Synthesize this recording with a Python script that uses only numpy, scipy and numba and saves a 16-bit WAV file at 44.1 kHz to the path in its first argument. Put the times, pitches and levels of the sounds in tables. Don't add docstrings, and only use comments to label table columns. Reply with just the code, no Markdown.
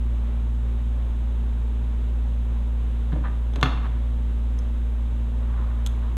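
import sys
import numpy as np
from scipy import signal
from scipy.fft import rfft, irfft
from scipy.io import wavfile
from scipy.ndimage import uniform_filter1d
from numba import njit

SR = 44100
rng = np.random.default_rng(int(sys.argv[2]) if len(sys.argv) > 2 else 0)


def put_to_file(sound):
    columns = np.atleast_2d(sound).T
    safe = np.clip(columns, -1, 1)
    whole_steps = np.round(safe * 32767)
    wavfile.write(sys.argv[1], SR, whole_steps.astype(np.int16))


N = 272083
TIME = np.arange(N) / SR
RING_TIME = TIME[:SR // 2]


def gain(db):
    return 10 ** (np.asarray(db) / 20)


def unit_rms(x):
    return x / np.sqrt(np.mean(x ** 2))


def lookup(hz, points):
    point_hz, value = np.transpose(points)
    return np.interp(np.log(np.maximum(hz, 1)), np.log(point_hz), value)


def colour(x, points, size=4096):
    cepstrum = irfft(np.log(gain(lookup(np.fft.rfftfreq(size, 1 / SR), points))))
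    cepstrum[1:size // 2] *= 2
    cepstrum[size // 2 + 1:] = 0
    return signal.fftconvolve(x, irfft(np.exp(rfft(cepstrum))))[:len(x)]


def tilt(x, db_per_octave):
    return colour(x, [(hz, db_per_octave * np.log2(hz / 1000)) for hz in (250, 16000)])


@njit
def resonate(x, hz, q):
    y, band, low = np.empty(len(x)), 0., 0.
    for i in range(len(x)):
        g = np.tan(np.pi * hz[i] / SR)
        v = (band + g * (x[i] - low)) / (1 + g * (g + 1 / q))
        band, low, y[i] = 2 * v - band, low + 2 * g * v, v / q
    return y


def waver(rate_hz):
    hold = int(SR / rate_hz)
    steps = np.repeat(rng.standard_normal(N // hold + 1), hold)
    return unit_rms(uniform_filter1d(uniform_filter1d(steps, hold), hold)[:N])


def decay(t60):
    return np.exp(-np.log(1000) * RING_TIME / t60)


def ring(modes, pitch=1):
    hz, db, t60 = np.transpose(modes)
    weights = gain(db + rng.standard_normal(len(hz))) * rng.choice([-1, 1], len(hz))
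    partials = (a * np.sin(2 * np.pi * f * pitch * RING_TIME) * decay(t)
                for f, a, t in zip(hz, weights, t60))
    return sum(partials) / np.linalg.norm(weights)


def crack(spectrum, t60):
    phase = np.angle(rfft(rng.standard_normal(len(RING_TIME)) * decay(t60)))
    flat = irfft(np.exp(1j * phase), len(RING_TIME))
    burst = colour(flat * decay(10 * t60), spectrum)
    return burst * np.linalg.norm(decay(t60)) / np.linalg.norm(burst)


def add(track, start_s, sound):
    start = int(start_s * SR)
    track[start:start + len(sound)] += sound[:N - start]


# multiple of the shaft rate, rms level in dB, waver in dB.
SHAFT_HARMONICS = [(1, -22.5, 0.28), (2, -41, 1.5), (3, -53, 1.1), (4, -43.5, 0.8), (6, -68.5, 3.6)]
# frequency in Hz, relative spectral density in dB.
AIR_SPECTRUM = [(25, 2.5), (70, -1), (130, -4.5), (210, -6), (300, -11), (550, -14), (700, -19),
                (950, -17.5), (1300, -23), (2100, -28.5), (3800, -30.5), (4600, -50), (15000, -82)]

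def fan(shaft_hz=57.84, panel_hz=251.7, panel_db=-53, air_db=-40, flutter_db=.5):
    turns = shaft_hz * TIME + 0.0019 * waver(8.5)
    hum = sum(gain(db + waver_db * waver(8.4)) * np.sin(2 * np.pi * (multiple * turns + rng.random()))
              for multiple, db, waver_db in SHAFT_HARMONICS)
    panel_phase = 2 * np.pi * panel_hz * TIME
    panel = waver(9) * np.sin(panel_phase) + waver(8) * np.cos(panel_phase)
    air = unit_rms(colour(rng.standard_normal(N), AIR_SPECTRUM))
    air *= gain(air_db + flutter_db * waver(8.6))
    return np.sqrt(2) * hum + gain(panel_db) * panel + air


# frequency in Hz, reverberation time in seconds.
GARAGE_T60 = [(120, 0.9), (500, 0.5), (1200, 0.69), (3000, 0.54), (5500, 0.57), (12000, 0.32)]
# frequency in Hz, gain in dB.
GARAGE_SPECTRUM = [(100, -18), (170, 3), (270, -1), (480, 4.5), (750, 0.5), (1200, -3.5), (2200, -2),
                   (3500, 0.5), (4700, -5), (6300, -0.5), (10500, 1), (13000, 2)]

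def garage(x, wet_db=-37, build_s=0.0025):
    n = len(RING_TIME)
    hz = np.fft.rfftfreq(n, 1 / SR)
    spectrum = rfft(rng.standard_normal(n)) * gain(lookup(hz, GARAGE_SPECTRUM))
    octave = np.round(np.log2(np.maximum(hz, 64)))
    tail = sum(irfft(spectrum * (octave == k), n) * decay(lookup(2 ** k, GARAGE_T60))
               for k in np.unique(octave))
    build_up = 1 - np.exp(-(RING_TIME / build_s) ** 2)
    return gain(wet_db) * signal.fftconvolve(x, tail * build_up)[:N]


# start in seconds, length in seconds, nominal level in dB,
# slope in dB per octave, first and last contact resonance in Hz.
SLIDE_STROKES = [(3.119, 0.018, -47, 1, 1100, 1900), (3.132, 0.058, -50, -1.5, 400, 600),
                 (3.237, 0.055, -37.5, -4.5, 1500, 1680), (3.56, 0.069, -38.5, -11.5, 300, 300),
                 (3.836, 0.041, -41.5, -0.5, 1690, 750), (5.392, 0.52, -54, -4.5, 910, 1400),
                 (5.484, 0.18, -50, -4, 950, 1250), (5.961, 0.14, -51.5, -5, 900, 1200)]
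# frequency in Hz, relative level in dB.
FRICTION_SPECTRUM = [(250, -22.5), (600, -10), (850, -6.5), (1100, -0.5), (1400, -4.5), (1850, -5),
                     (2250, -14), (3800, -14.5), (5000, -34), (14000, -51)]

def slides(slips_per_s=2000, scatter_db=5, uneven_db=2, contact_q=1.7, contact_db=-4):
    out = np.zeros(N)
    for start_s, length_s, db, slope, start_hz, end_hz in SLIDE_STROKES:
        n = int(length_s * SR)
        catches = (rng.random(N) < slips_per_s / SR) * rng.choice([-1, 1], N)
        catches = catches * gain(scatter_db * rng.standard_normal(N))
        scrape = unit_rms(tilt(colour(catches[:n], FRICTION_SPECTRUM), slope))
        contact = unit_rms(resonate(scrape, np.geomspace(start_hz, end_hz, n), contact_q))
        pressure = np.hanning(n) ** 0.13
        add(out, start_s, gain(db) * unit_rms(scrape + gain(contact_db) * contact) * pressure)
    return out * gain(uneven_db * waver(40))


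SNAP_DB = -20
# frequency in Hz, relative level in dB, t60 in seconds.
PIVOT_MODES = [(844, -13, 0.048), (1364, -8, 0.064), (3373, -9, .012), (3230, -21, 0.011),
               (3681, -28, 0.0197), (4000, -2, 0.021), (6450, -19, 0.014), (6200, -2.5, 0.01),
               (7800, 1, 0.012), (10070, -17, 0.0127), (10400, -1, 0.012)]
# frequency in Hz, relative spectral density in dB.
PIVOT_CRACK = [(1200, -9.5), (2600, -5.5), (3400, 10), (4200, -6.5), (5200, -13), (6300, 1), (7700, -6),
               (9000, -9), (12500, -8), (15000, -35)]

def pivot(db, crack_db=-4.5, ring_db=-6, slope_per_db=0.524):
    slope = slope_per_db * min(db - SNAP_DB, 0)
    tick = gain(ring_db) * ring(PIVOT_MODES) + gain(crack_db) * crack(PIVOT_CRACK, t60=0.021)
    return gain(db - 2 * slope) * tilt(tick, slope)


# frequency in Hz, relative level in dB, t60 in seconds.
TIP_MODES = [(5180, -1, 0.019), (6300, 2, 0.014), (9960, -5.5, 0.017)]
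OPENING_SPRING_MODES = [(3160, -2, .2), (3480, -6, .22), (3520, -5, .22), (3700, 4, 0.26), (4000, -3, 0.22)]
# start in seconds, strength in dB, jaw tips' share from 0 to 1.
PLIER_TICKS = [(3.536, -37.5, 0.37), (3.559, -30.5, 0.47), (3.612, -31.5, 0.06), (3.633, -28.5, 0.1),
               (4.589, -31, 0.82), (5.863, -21, 0.26)]

def pliers(spring_db=-26, rebound_s=.009, rebound_db=-8):
    out = np.zeros(N)
    for start_s, db, tip_share in PLIER_TICKS:
        joint = pivot(db) + gain(db + spring_db) * ring(OPENING_SPRING_MODES)
        tips = gain(db) * ring(TIP_MODES) / 2
        add(out, start_s, (1 - tip_share) * joint + tip_share * tips)
        delay_s = rebound_s * gain(db - SNAP_DB) ** 0.45
        add(out, start_s + delay_s, (1 - tip_share) * gain(rebound_db) * pivot(db))
    return out


# frequency in Hz, relative level in dB, t60 in seconds.
TOP_RING_MODES = [(760, -13.5, 0.12), (1055, -16, 0.09), (1172, 3, 0.043), (1267, -4, 0.028),
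                  (1410, -11, 0.07), (1486, -6, 0.035), (1770, -8, 0.03), (2130, -8.5, 0.026),
                  (2406, -6.5, 0.03), (2700, -6, 0.027), (3370, -6, 0.022), (3720, -11, 0.022),
                  (4250, -9, .02), (6230, -18, 0.018)]
TOP_BENDING_MODES = [(130, 4.5, 0.19), (152.5, -4.5, 0.17), (200, -13, 0.078), (263.5, -2, 0.16),
                     (300, -3.5, 0.08), (396, -3, 0.057), (482, -13, 0.066), (565, -10, 0.046),
                     (690, -9.5, 0.059)]
# frequency in Hz, relative spectral density in dB.
TOP_CRACK = [(300, -23), (430, -11), (580, -20), (780, -38), (930, -12), (1200, 4), (1600, 7), (2100, 3.5),
             (2700, -2.5), (3050, -3), (3400, -2), (4300, -2.5), (5100, -11), (6300, -10.5), (8200, -30),
             (12000, -29), (15000, -54)]
# start in seconds, clack strength in dB, hardness from 0 (palm) to
# 1 (bare edge), clack pitch factor, bending strength in dB, bending pitch factor.
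TABLE_BLOWS = [(3.127, -37, .15, .9, -14.5, 1.1), (3.162, -34, 0.17, 0.5, -21, 1.1),
               (3.559, -30, 1, 0.95, -23, 1), (3.629, -7.5, 0.57, 1, -9.5, 1),
               (3.658, -18, 0.28, 1.1, -27, .95), (3.667, -21, 0.23, 0.89, -35, 1),
               (3.724, -34, .3, 1.06, -44, 1), (3.774, -28, 0.3, 0.92, -41, 1), (3.828, -34, .3, 1, -48, 1)]

def table(crack_db=-8, ring_db=-1, thud_db=-3, flex_s=0.0043, full_hardness=0.574, soft_slope=-9):
    out = np.zeros(N)
    for start_s, clack_db, hardness, pitch, bend_db, bend_pitch in TABLE_BLOWS:
        clack = gain(ring_db) * ring(TOP_RING_MODES, pitch)
        clack += gain(crack_db) * crack(TOP_CRACK, t60=0.018)
        softness = np.clip(1 - hardness / full_hardness, 0, 1)
        clack = tilt(clack, soft_slope * softness)
        thud = ring(TOP_BENDING_MODES, bend_pitch) * (1 - np.exp(-RING_TIME / flex_s))
        add(out, start_s, gain(clack_db) * clack + gain(bend_db + thud_db) * thud)
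    return out


def scene(pliers_room_db=-9):
    far, near = table() + slides(), pliers()
    return (fan() + far + near + garage(far + gain(pliers_room_db) * near))[None]


# frequency in Hz, relative spectral density in dB.
HISS_SPECTRUM = [(4000, -4.5), (5800, -5), (6250, -1), (8500, -3), (12000, -8), (15000, -17.5)]

def record(dry, hiss_db=-66, cutoff_hz=15100):
    hiss = gain(hiss_db) * unit_rms(colour(rng.standard_normal(N), HISS_SPECTRUM))
    low_pass = signal.ellip(8, .2, 70, cutoff_hz, fs=SR, output="sos")
    return signal.sosfilt(low_pass, dry + hiss)


dry = scene()
out = record(dry)
put_to_file(out)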